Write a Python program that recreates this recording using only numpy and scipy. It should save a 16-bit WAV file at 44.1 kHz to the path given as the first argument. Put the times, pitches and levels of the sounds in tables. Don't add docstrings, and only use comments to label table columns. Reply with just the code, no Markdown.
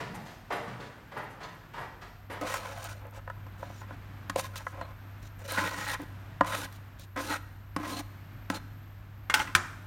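import sys
import numpy as np
from scipy import signal
from scipy.fft import rfft, irfft
from scipy.io import wavfile
from scipy.ndimage import uniform_filter1d

SR = 44100
rng = np.random.default_rng(int(sys.argv[2]) if len(sys.argv) > 2 else 0)


def rack_gain(trim_db):
    fader = np.asarray(trim_db, float)
    return 10 ** (fader / 20)


def file_out(sig):
    cols = np.atleast_2d(sig).T
    lim = np.clip(cols, -1, 1)
    pcm = np.round(lim * 32767).astype(np.int16)
    wavfile.write(sys.argv[1], SR, pcm)


N = 434826
T = np.arange(N) / SR

# (frequency [Hz], width [Hz], level [dB])
BOARD = [(176, 19.5, -5.5), (290, 29.4, 1.5), (528, 41, 4.5), (710, 69, -1.5), (848, 52, -5.5),
         (1040, 52, 2), (1280, 39, -4.5), (1460, 91, 1), (1668, 42, -6.5), (1879, 66, 0.5),
         (2480, 340, -13.5), (2940, 67, -4.5), (3120, 110, -17), (3300, 130, -8.5)]
# (time [s], peak [dB], centre of the ring [Hz], tick setting [dB], thud setting [dB])
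CLINKS = [(9.297, -13.5, 1560, -14.5, -25), (9.339, -6, 1900, -9, -40), (9.398, -15.5, 2100, -20, -20.5),
          (9.416, -24, 1330, -21, -27), (9.473, -31, 1570, -20, -29), (9.549, -1.5, 1270, -12, -24)]

FLEX_HZ = 420
REACH_S = 0.001407
PRESS_RISE_S, SLIDE_RISE_S, LIFT_S = 0.0026, 0.0073, 0.0095


def unit(x):
    return x / np.sqrt(np.mean(x ** 2))


def colour(x, points):
    hz, db = np.transpose(points)
    f = np.fft.rfftfreq(len(x), 1 / SR) + 1
    gain = rack_gain(np.interp(np.log(f), np.log(hz), db))
    return irfft(rfft(x) * gain, len(x))


def ring(x, modes, centre_hz=None, spread_oct=1., wander_db=0.):
    out = 0
    for k, (hz, width, db) in enumerate(modes):
        if centre_hz is not None:
            distance = np.log2(hz / centre_hz) / spread_oct
            db = db + wander_db * walk(25) - np.minimum(6 * distance ** 2, 14)
        resonator = signal.iirpeak(hz, hz / width, SR)
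        out = out + (-1) ** k * signal.lfilter(*resonator, rack_gain(db) * x)
    return out


def walk(rate):
    k = int(SR / rate)
    held = np.repeat(rng.standard_normal(N // k + 1), k)
    return 1.328 * uniform_filter1d(uniform_filter1d(held, k), k)[:N]


def add(out, s, x):
    i = int(s * SR)
    out[i:i + len(x)] += x[:N - i]


def room(x):
    # (frequency [Hz], time to fall 60 dB [s])
    decay_times = [(200, 0.87), (1200, 0.72), (4000, 0.7), (12000, 1)]
    t = T[:SR]
    hz, t60 = np.transpose(decay_times)
    tail = 0
    for mid in 125 * 2. ** np.arange(7):
        upper = mid * np.sqrt(2) * (1.4 if mid > 7000 else 1)
        sos = signal.butter(2, [mid / np.sqrt(2), upper], "band", fs=SR, output="sos")
        band = signal.sosfilt(sos, rng.standard_normal(SR))
        tail = tail + band * rack_gain(-60 * t / np.interp(np.log(mid), np.log(hz), t60))
    tail = tail * np.clip(t / 0.0067, 0, 1)
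    return signal.fftconvolve(x, tail / np.sqrt(np.sum(tail ** 2)))[:N]


def steps():
    # (time [s], level setting [dB], treble setting [dB], thump setting [dB])
    slaps = [(0.001, -30, -11, -12), (0.09, -29, -17, 5), (0.139, -30, -11, -9), (0.259, -34.5, -4, -41),
             (0.502, -24, -19, -23), (0.519, -22, -16, -15.5), (0.565, -31, -12, -11),
             (0.677, -30.5, -12.5, -2.5), (0.798, -30.5, -11, -24), (1.114, -32.5, -16, -20),
             (1.164, -27, -20, -18), (1.402, -33, -15, -19), (1.428, -32, -13, -47),
             (1.733, -29.5, -12.5, -21), (1.777, -27.5, -19, -21), (2.011, -36, -9.5, -38),
             (2.297, -27, -16, -18)]
    # (frequency [Hz], gain [dB])
    floor_slap = [(71, -59), (120, 7), (316, -2), (365, 0.5), (642, -5.5), (725, -5.5), (802, -3),
                  (1760, -7), (1910, -4.5), (2200, -13.5), (15000, -49.5)]
    hollow_hz, scatter_oct, rise_s, t60_s = 779, 0.3, 0.0049, 0.24
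    out, t = np.zeros(N), T[:SR // 2]
    for s, db, treble_db, thump_db in slaps:
        shape = [(60, -30), (100, thump_db + 9), (250, thump_db + 12), (400, -1.5), (2000, 3.5),
                 (5000, treble_db + 21.0)]
        noise = colour(colour(rng.standard_normal(len(t)), floor_slap), shape)
        hz = hollow_hz * 2 ** (scatter_oct * rng.standard_normal())
        noise = unit(noise + ring(noise, [(hz, 150, 4)]))
        envelope = (1 - np.exp(-t / rise_s)) * rack_gain(-60 * t / t60_s)
        add(out, s, rack_gain(db - 7.5) * noise * envelope)
    return out * rack_gain(3 * walk(60))


def hob():
    # (time [s], level [dB])
    nearness = [(0, -11), (1, -15.5), (1.7, -13), (2.33, -4.5), (2.75, 0), (4, 0), (5, -0.5), (6.5, -0.5),
                (7.8, -1), (9.5, -0.5), (9.86, -1.5)]
    # (frequency [Hz], width [Hz], level [dB])
    whine_bands = [(12700, 68, -15), (13000, 120, -20), (13420, 130, -17)]
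    hum_hz = 99
    hum_db, rumble_db, whine_db = -46.5, -53, -71.5
    rumble_share, whine_share = 0.46, 0.29
    near_db = np.interp(T, *np.transpose(nearness))
    phase = 2 * np.pi * np.cumsum(hum_hz + 1.514 * walk(8.8)) / SR
    hum = np.sqrt(2) * np.sin(phase) * rack_gain(1.5 * walk(15) + 0.37 * walk(3.04))
    whine = ring(ring(rng.standard_normal(N), whine_bands), [(13300, 1500, 0)])
    whine = unit(whine) * rack_gain(1.8 * walk(6))
    rumble = unit(colour(rng.standard_normal(N), [(24, -62), (31, -4), (38, 5), (70, 1.0), (110, -16),
                                                  (130, -46), (200, -82)]))
    out = rack_gain(hum_db + near_db) * hum
    out = out + rack_gain(whine_db + whine_share * near_db) * whine
    return out + rack_gain(rumble_db + rumble_share * near_db) * rumble


def fan():
    # (frequency [Hz], gain [dB])
    air_spectrum = [(68, -38), (115, -5), (129, -6.5), (210, -14.5), (236, -15.5), (298, -17), (432, -26.5),
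                    (662, -22), (903, -23.5), (958, -23), (1680, -22.5), (1890, -26.5), (2130, -27.5),
                    (4720, -41), (12000, -53.5), (15600, -104), (22000, -120)]
    air = unit(colour(rng.standard_normal(N), air_spectrum)) * rack_gain(-53 + 1.6 * walk(3.42))
    hiss = unit(colour(rng.standard_normal(N), [(8000, -75), (11500, -6), (15500, -8)])) * rack_gain(-76.5)
    return air + hiss


def scuffs():
    # (time [s], level [dB], centre [Hz], time to fall 60 dB [s])
    scuff_events = [(0.144, -56, 8000, 0.34), (0.252, -59, 5000, .4), (0.52, -54, 10000, 0.35),
                    (0.8, -52, 3800, .4), (1.17, -60, 11000, .25), (1.301, -52.5, 7950, 0.12),
                    (1.428, -51.5, 4000, 0.43), (1.545, -57, 10000, 0.054), (1.779, -56.5, 11000, .25),
                    (2.3, -56, 10000, .25)]
    # (frequency [Hz], width [Hz], level [dB])
    sole = [(2100, 200, -2), (2600, 200, 4), (3550, 160, 5.5), (4330, 200, 3), (5000, 200, 0),
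            (6160, 270, 3), (7340, 300, 0), (8800, 400, 0), (9930, 400, -0.5), (11600, 500, 1),
            (14000, 600, -1)]
    spread_oct, rise_s = 0.62, .004
    out, t = np.zeros(N), T[:SR // 3]
    for s, db, hz, t60_s in scuff_events:
        modes = [(f, width, g - 6 * (np.log2(f / hz) / spread_oct) ** 2) for f, width, g in sole]
        hiss = unit(ring(rng.standard_normal(len(t)), modes))
        add(out, s, rack_gain(db - 60 * t / t60_s) * (1 - np.exp(-t / rise_s)) * hiss)
    return out * rack_gain(3.8 * walk(80))


def hold(s, length_s, rise_s):
    rise = 1 - np.exp(-np.maximum(T - s, 0) / rise_s)
    return rise * np.exp(-np.maximum(T - s - length_s, 0) / LIFT_S)


def pushes():
    # (start [s], length [s], pressure [dB], board ring centre [Hz], bending relative to pressure [dB])
    strokes_down = [(2.411, 0.045, -36.5, 775, -4.5), (2.459, 0.11, -34.5, 1060, -25),
                    (2.563, .17, -41.5, 845, -15.5), (2.737, .2, -45, 1010, -16),
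                    (2.949, 0.14, -51.5, 644, -17), (3.12, 0.075, -50, 880, -20),
                    (3.595, 0.13, -51.5, 770, -8.5), (3.81, 0.036, -50.5, 970, -15),
                    (3.884, .06, -51.5, 980, -7), (4.354, 0.036, -36, 630, -16),
                    (4.416, 0.049, -47.5, 1320, -13.5), (4.529, 0.093, -47.5, 1150, -25),
                    (4.725, 0.11, -46, 740, -6.5), (4.805, 0.11, -49.5, 820, -9),
                    (5.235, 0.085, -63, 1000, -12), (5.39, 0.081, -49.5, 705, -17),
                    (5.483, .1, -35, 1300, -13.5), (5.573, 0.019, -26.5, 1450, -11),
                    (5.598, 0.091, -34, 1410, -10.5), (5.706, 0.14, -39, 1150, -14.5),
                    (5.862, 0.093, -36, 1380, -20), (5.993, 0.04, -47, 985, -1),
                    (6.428, .08, -38.5, 950, -13), (6.51, 0.041, -34.5, 1100, -10),
                    (6.559, .095, -39.5, 1160, -6.5), (7.159, 0.045, -35, 1100, -7),
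                    (7.218, .055, -39.5, 940, -2.5), (7.276, .05, -35.5, 1150, -5),
                    (7.324, 0.036, -34, 1250, -8.5), (7.77, 0.048, -42, 960, -0.5),
                    (7.827, 0.043, -39, 1090, -9), (7.867, 0.14, -42.5, 945, 0),
                    (8.517, 0.058, -41.5, 1020, -5.5), (9.298, 0.025, -37, 1500, -16),
                    (9.336, 0.088, -36.5, 1300, -8.5), (9.436, 0.068, -50, 1250, -3)]
    climb_oct_per_s = 1.3
    press, bend, board_hz = np.zeros(N), np.zeros(N), np.full(N, 1000.)
    for s, length_s, db, centre_hz, bend_db in strokes_down:
        shape = rack_gain(db) * hold(s, length_s, PRESS_RISE_S)
        press = np.hypot(press, shape)
        bend = np.hypot(bend, rack_gain(bend_db) * shape)
        on = T >= s
        since_middle = np.minimum(T[on] - s, length_s) - length_s / 2
        board_hz[on] = centre_hz * 2 ** (climb_oct_per_s * since_middle)
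    return press, bend, board_hz


def slides():
    # (start [s], length [s], hiss [dB], brightness setting [dB])
    slide_events = [(2.446, 0.036, -47.5, 0), (2.463, 0.11, -42.5, 1), (2.56, 0.28, -53, 9),
                    (2.819, 0.05, -49.5, 0), (2.884, .045, -48.5, 10), (3.13, 0.05, -61, 0),
                    (2.943, 0.053, -63, -3), (3.577, 0.24, -62.5, 5), (4.366, 0.042, -43.5, 12),
                    (4.421, 0.046, -50, 11), (4.556, 0.022, -40.5, 0), (4.594, 0.035, -60, 7),
                    (4.642, 0.08, -64, 29), (5.217, .06, -59, -15), (5.38, 0.047, -63, 5),
                    (5.439, 0.026, -50.5, -10), (5.476, 0.087, -40, 0), (5.56, 0.13, -41.5, -7),
                    (5.692, .17, -46, -7), (5.868, 0.073, -41, 3), (5.947, 0.042, -64, 7),
                    (6.456, 0.191, -44, 11), (6.714, 0.053, -58.5, -15), (6.984, 0.06, -56.5, -17),
                    (7.172, 0.039, -49, -2), (7.188, 0.17, -44.5, 6), (7.82, .04, -55, -4),
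                    (7.852, 0.15, -46, 6), (8.495, 0.029, -50, 7), (8.534, 0.031, -44.5, 4),
                    (9.336, 0.089, -42.5, -23), (9.428, 0.055, -55, -7)]
    slide, top = np.zeros(N), np.zeros(N)
    for s, length_s, db, bright_db in slide_events:
        shape = rack_gain(db) * hold(s, length_s, SLIDE_RISE_S)
        slide = np.hypot(slide, shape)
        top = np.hypot(top, rack_gain(bright_db + 0.97 * (db + 31)) * shape)
    return slide, top


def strokes():
    # (frequency [Hz], width [Hz], level [dB])
    blade = [(3860, 350, -3.5), (4150, 80, 7), (5400, 85, -17), (5360, 62, 1), (6020, 350, -4),
             (6500, 110, -10), (6940, 170, 0), (7900, 290, 5.5), (8840, 370, 2), (9500, 93, -11),
             (11960, 360, 1)]
    # (start [s], length [s], level [dB])
    squeaks = [(4.812, .03, -56), (7.265, .09, -47), (7.92, .07, -45), (8.54, .022, -43)]
    # (frequency [Hz], width [Hz], level [dB])
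    squeak_ring = [(4170, 110, 0), (2500, 80, -10)]
    press, bend, board_hz = pushes()
    slide, top = slides()
    grit = rng.standard_normal(N) * (1 + 2.3 * (rng.random(N) < 1500 / SR))
    grit = grit * rack_gain(1.4 * walk(45) + 1.58 * walk(300))
    flex = ring(grit, [m for m in BOARD if m[0] < FLEX_HZ]) * rack_gain(3 * walk(15))
    body = ring(grit, [m for m in BOARD if m[0] > FLEX_HZ], board_hz, 0.81, 2.95)
    body = body + colour(grit, [(300, -70), (500, -16.5), (1500, -12), (3000, -25), (5000, -76)])
    blade_hz = 4900 * 2 ** (0.21 * walk(10))
    edge = ring(grit, blade, blade_hz, 0.52, 3.7)
    edge = edge + rack_gain(-4) * colour(grit, [(2000, -5), (3000, 3), (7000, -1.5), (10000, -9.5), (15500, -11)])
    sizzle = colour(grit, [(6000, -23), (9500, -5.5), (13500, -14), (15500, -37)]) * rack_gain(1.5 * walk(30))
    squeak_level = sum(rack_gain(db) * hold(s, length_s, PRESS_RISE_S) for s, length_s, db in squeaks)
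    squeak = unit(ring(grit, squeak_ring)) * squeak_level
    hiss = (slide * edge + top * sizzle) / np.std(edge)
    return press * unit(body) + bend * unit(flex) + hiss + squeak


def blows(events, modes, spread_oct, scatter_db, rattle_s, tick_s, damping):
    out, t = np.zeros(N), T[:SR // 3]
    hz, width, db = (c[:, None] for c in np.transpose(modes))
    low = hz[:, 0] < FLEX_HZ
    sign = (-1) ** np.arange(len(hz))[:, None]
    for s, peak_db, centre_hz, tick_db, thud_db in events:
        chance = rng.standard_normal((len(hz), 2))
        near_db = np.where(hz < FLEX_HZ, 0, -6 * (np.log2(hz / centre_hz) / spread_oct) ** 2)
        gain = rack_gain(db + scatter_db * chance[:, :1] + near_db) * sign
        detuned_hz = hz * (1 + 0.032 * chance[:, 1:])
        rings = gain * np.sin(2 * np.pi * detuned_hz * t) * np.exp(-np.pi * width * damping * t)
        chatter = 0.055 * rng.standard_normal(len(t)) * np.exp(-t / rattle_s)
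        chatter[0] = 1
        tone = signal.fftconvolve(rings[~low].sum(axis=0), chatter)[:len(t)]
        thud = rings[low].sum(axis=0)
        tick_shape = [(1200, -16), (2500, 9), (4000, 3.5), (9000, 0.13 * tick_db), (15500, 1.3 * tick_db)]
        tick = unit(colour(rng.standard_normal(len(t)), tick_shape)) * np.exp(-t / tick_s)
        blow = tone / np.max(np.abs(tone))
        blow = blow + rack_gain(thud_db + 4.0) * thud / np.max(np.abs(thud))
        blow = blow + rack_gain(tick_db - 2.0) * tick
        add(out, s + REACH_S, rack_gain(peak_db) * blow / np.max(np.abs(blow)))
    return out


def knocks():
    # (time [s], peak [dB], centre of the ring [Hz], tick setting [dB], thud setting [dB])
    board_blows = [(2.411, -29, 538, -4.5, -22), (2.434, -25.5, 487, -13, -19), (2.539, -19, 1130, -8, -50),
                   (3.173, -41, 538, -21, -28), (3.275, -27, 1030, -38, -41), (3.298, -25, 1130, -25, -43),
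                   (3.464, -36.5, 905, -20, -26), (3.627, -27, 830, -41, -23), (3.699, -37, 740, -23, -14),
                   (3.815, -33.5, 1000, -28, -23), (3.906, -31, 990, -34, -17),
                   (4.296, -17, 1330, -11, -19.5), (4.358, -15, 580, -13, -23.5),
                   (4.394, -21.5, 1120, -5, -34), (4.556, -28, 1280, -7, -29), (4.577, -34, 690, 3, -35),
                   (4.605, -35, 1010, -12, -29), (4.666, -19.5, 1170, -32, -48),
                   (4.811, -24, 1100, -22, -20), (5.45, -36, 2430, -10, -21), (5.519, -27, 670, -21, -19),
                   (5.582, -15.5, 1460, -28, -20.5), (5.997, -34, 860, -26, -26),
                   (6.019, -47, 840, -22, -24), (6.408, -5.5, 1015, -28.5, -19),
                   (6.445, -25, 1060, -18, -31), (6.723, -43, 1550, -3, -25), (6.995, -37, 528, 4, -23),
                   (7.163, -27.5, 970, -26, -24), (7.205, -29.5, 684, -17, -20),
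                   (7.334, -43, 1080, -13, -23), (7.351, -41, 1290, -31, -32),
                   (7.762, -15, 1040, -12.5, -11.5), (8.499, -14.5, 1150, -8.5, -8.5)]
    return blows(board_blows, BOARD, spread_oct=0.8, scatter_db=0.95, rattle_s=0.00094, tick_s=0.0042,
                 damping=0.98)


def crumbs():
    # (time [s], level [dB])
    ticks = [(2.7846, -44), (2.842, -34.5), (3.0689, -52), (3.1094, -51), (5.2275, -50), (5.3926, -49),
             (5.5209, -26.5), (6.0177, -44), (6.7263, -49), (6.9956, -44)]
    out, t = np.zeros(N), T[:SR // 20]
    for s, db in ticks:
        tick = unit(colour(rng.standard_normal(len(t)), [(3000, -30), (6000, -3), (14000, 2)]))
        add(out, s, rack_gain(db) * tick * np.exp(-t / 0.0016))
    return out


def clinks():
    # (frequency [Hz], width [Hz], level [dB])
    rim = [(91.8, 14, -1.5), (164, 34, -4), (359, 12, -12.5), (968, 49, 1), (1100, 90, -7),
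           (1250, 110, -15), (1323, 140, 12), (1590, 86, 5.5), (1860, 74, 0), (2105, 71, 7),
           (2370, 100, 4.5), (2680, 76, 5.5), (2853, 100, 2), (3260, 120, 7), (4050, 150, -8),
           (4270, 150, -16)]
    return blows(CLINKS, rim, spread_oct=0.99, scatter_db=3.2, rattle_s=0.006, tick_s=0.009, damping=0.73)


def clink_tail():
    # (frequency [Hz], gain [dB])
    tail_spectrum = [(500, -12.5), (900, -5), (1300, 2.5), (1800, -3), (2800, -23), (7000, -19),
                     (14000, -44)]
    out, t = np.zeros(N), T[:SR // 2]
    for s, peak_db, *_ in CLINKS:
        tail = unit(colour(rng.standard_normal(len(t)), tail_spectrum))
        tail = tail * (1 - np.exp(-t / 0.0042)) * rack_gain(-60 * t / .5)
        add(out, s + REACH_S, rack_gain(peak_db - 30.0) * tail)
    return out * rack_gain(0.99 * walk(70))


def blade_note():
    # (time [s], level [dB])
    notes = [(9.341, -21.5), (9.399, -24.5)]
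    note_hz, t60_s = 862, 0.1
    out, t = np.zeros(N), T[:SR // 3]
    for s, db in notes:
        add(out, s, rack_gain(db - 60 * t / t60_s) * np.sin(2 * np.pi * note_hz * t))
    return out


def scene():
    # (frequency [Hz], gain [dB])
    room_colour = [(200, 0.5), (650, -9.5), (1000, -2.5), (1700, -3), (2800, -5), (8000, -7)]
    feet = steps()
    board = strokes() + crumbs() + knocks()
    bowl = clinks() + blade_note()
    send = colour(rack_gain(-13.0) * board + rack_gain(-14) * bowl, room_colour) + rack_gain(-0.5) * feet
    return (board + bowl + clink_tail() + feet + scuffs() + room(send) + hob() + fan())[None]


def roll_off(x):
    return signal.sosfilt(signal.butter(12, 16860, fs=SR, output="sos"), x)


def record(dry):
    low_cut = signal.butter(4, 30, "high", fs=SR, output="sos")
    top_cut = signal.ellip(8, .2, 70, 16300, fs=SR, output="sos")
    mix = signal.sosfilt(np.vstack([low_cut, top_cut]), dry)
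    return roll_off(mix)


dry = scene()
out = record(dry)
file_out(out)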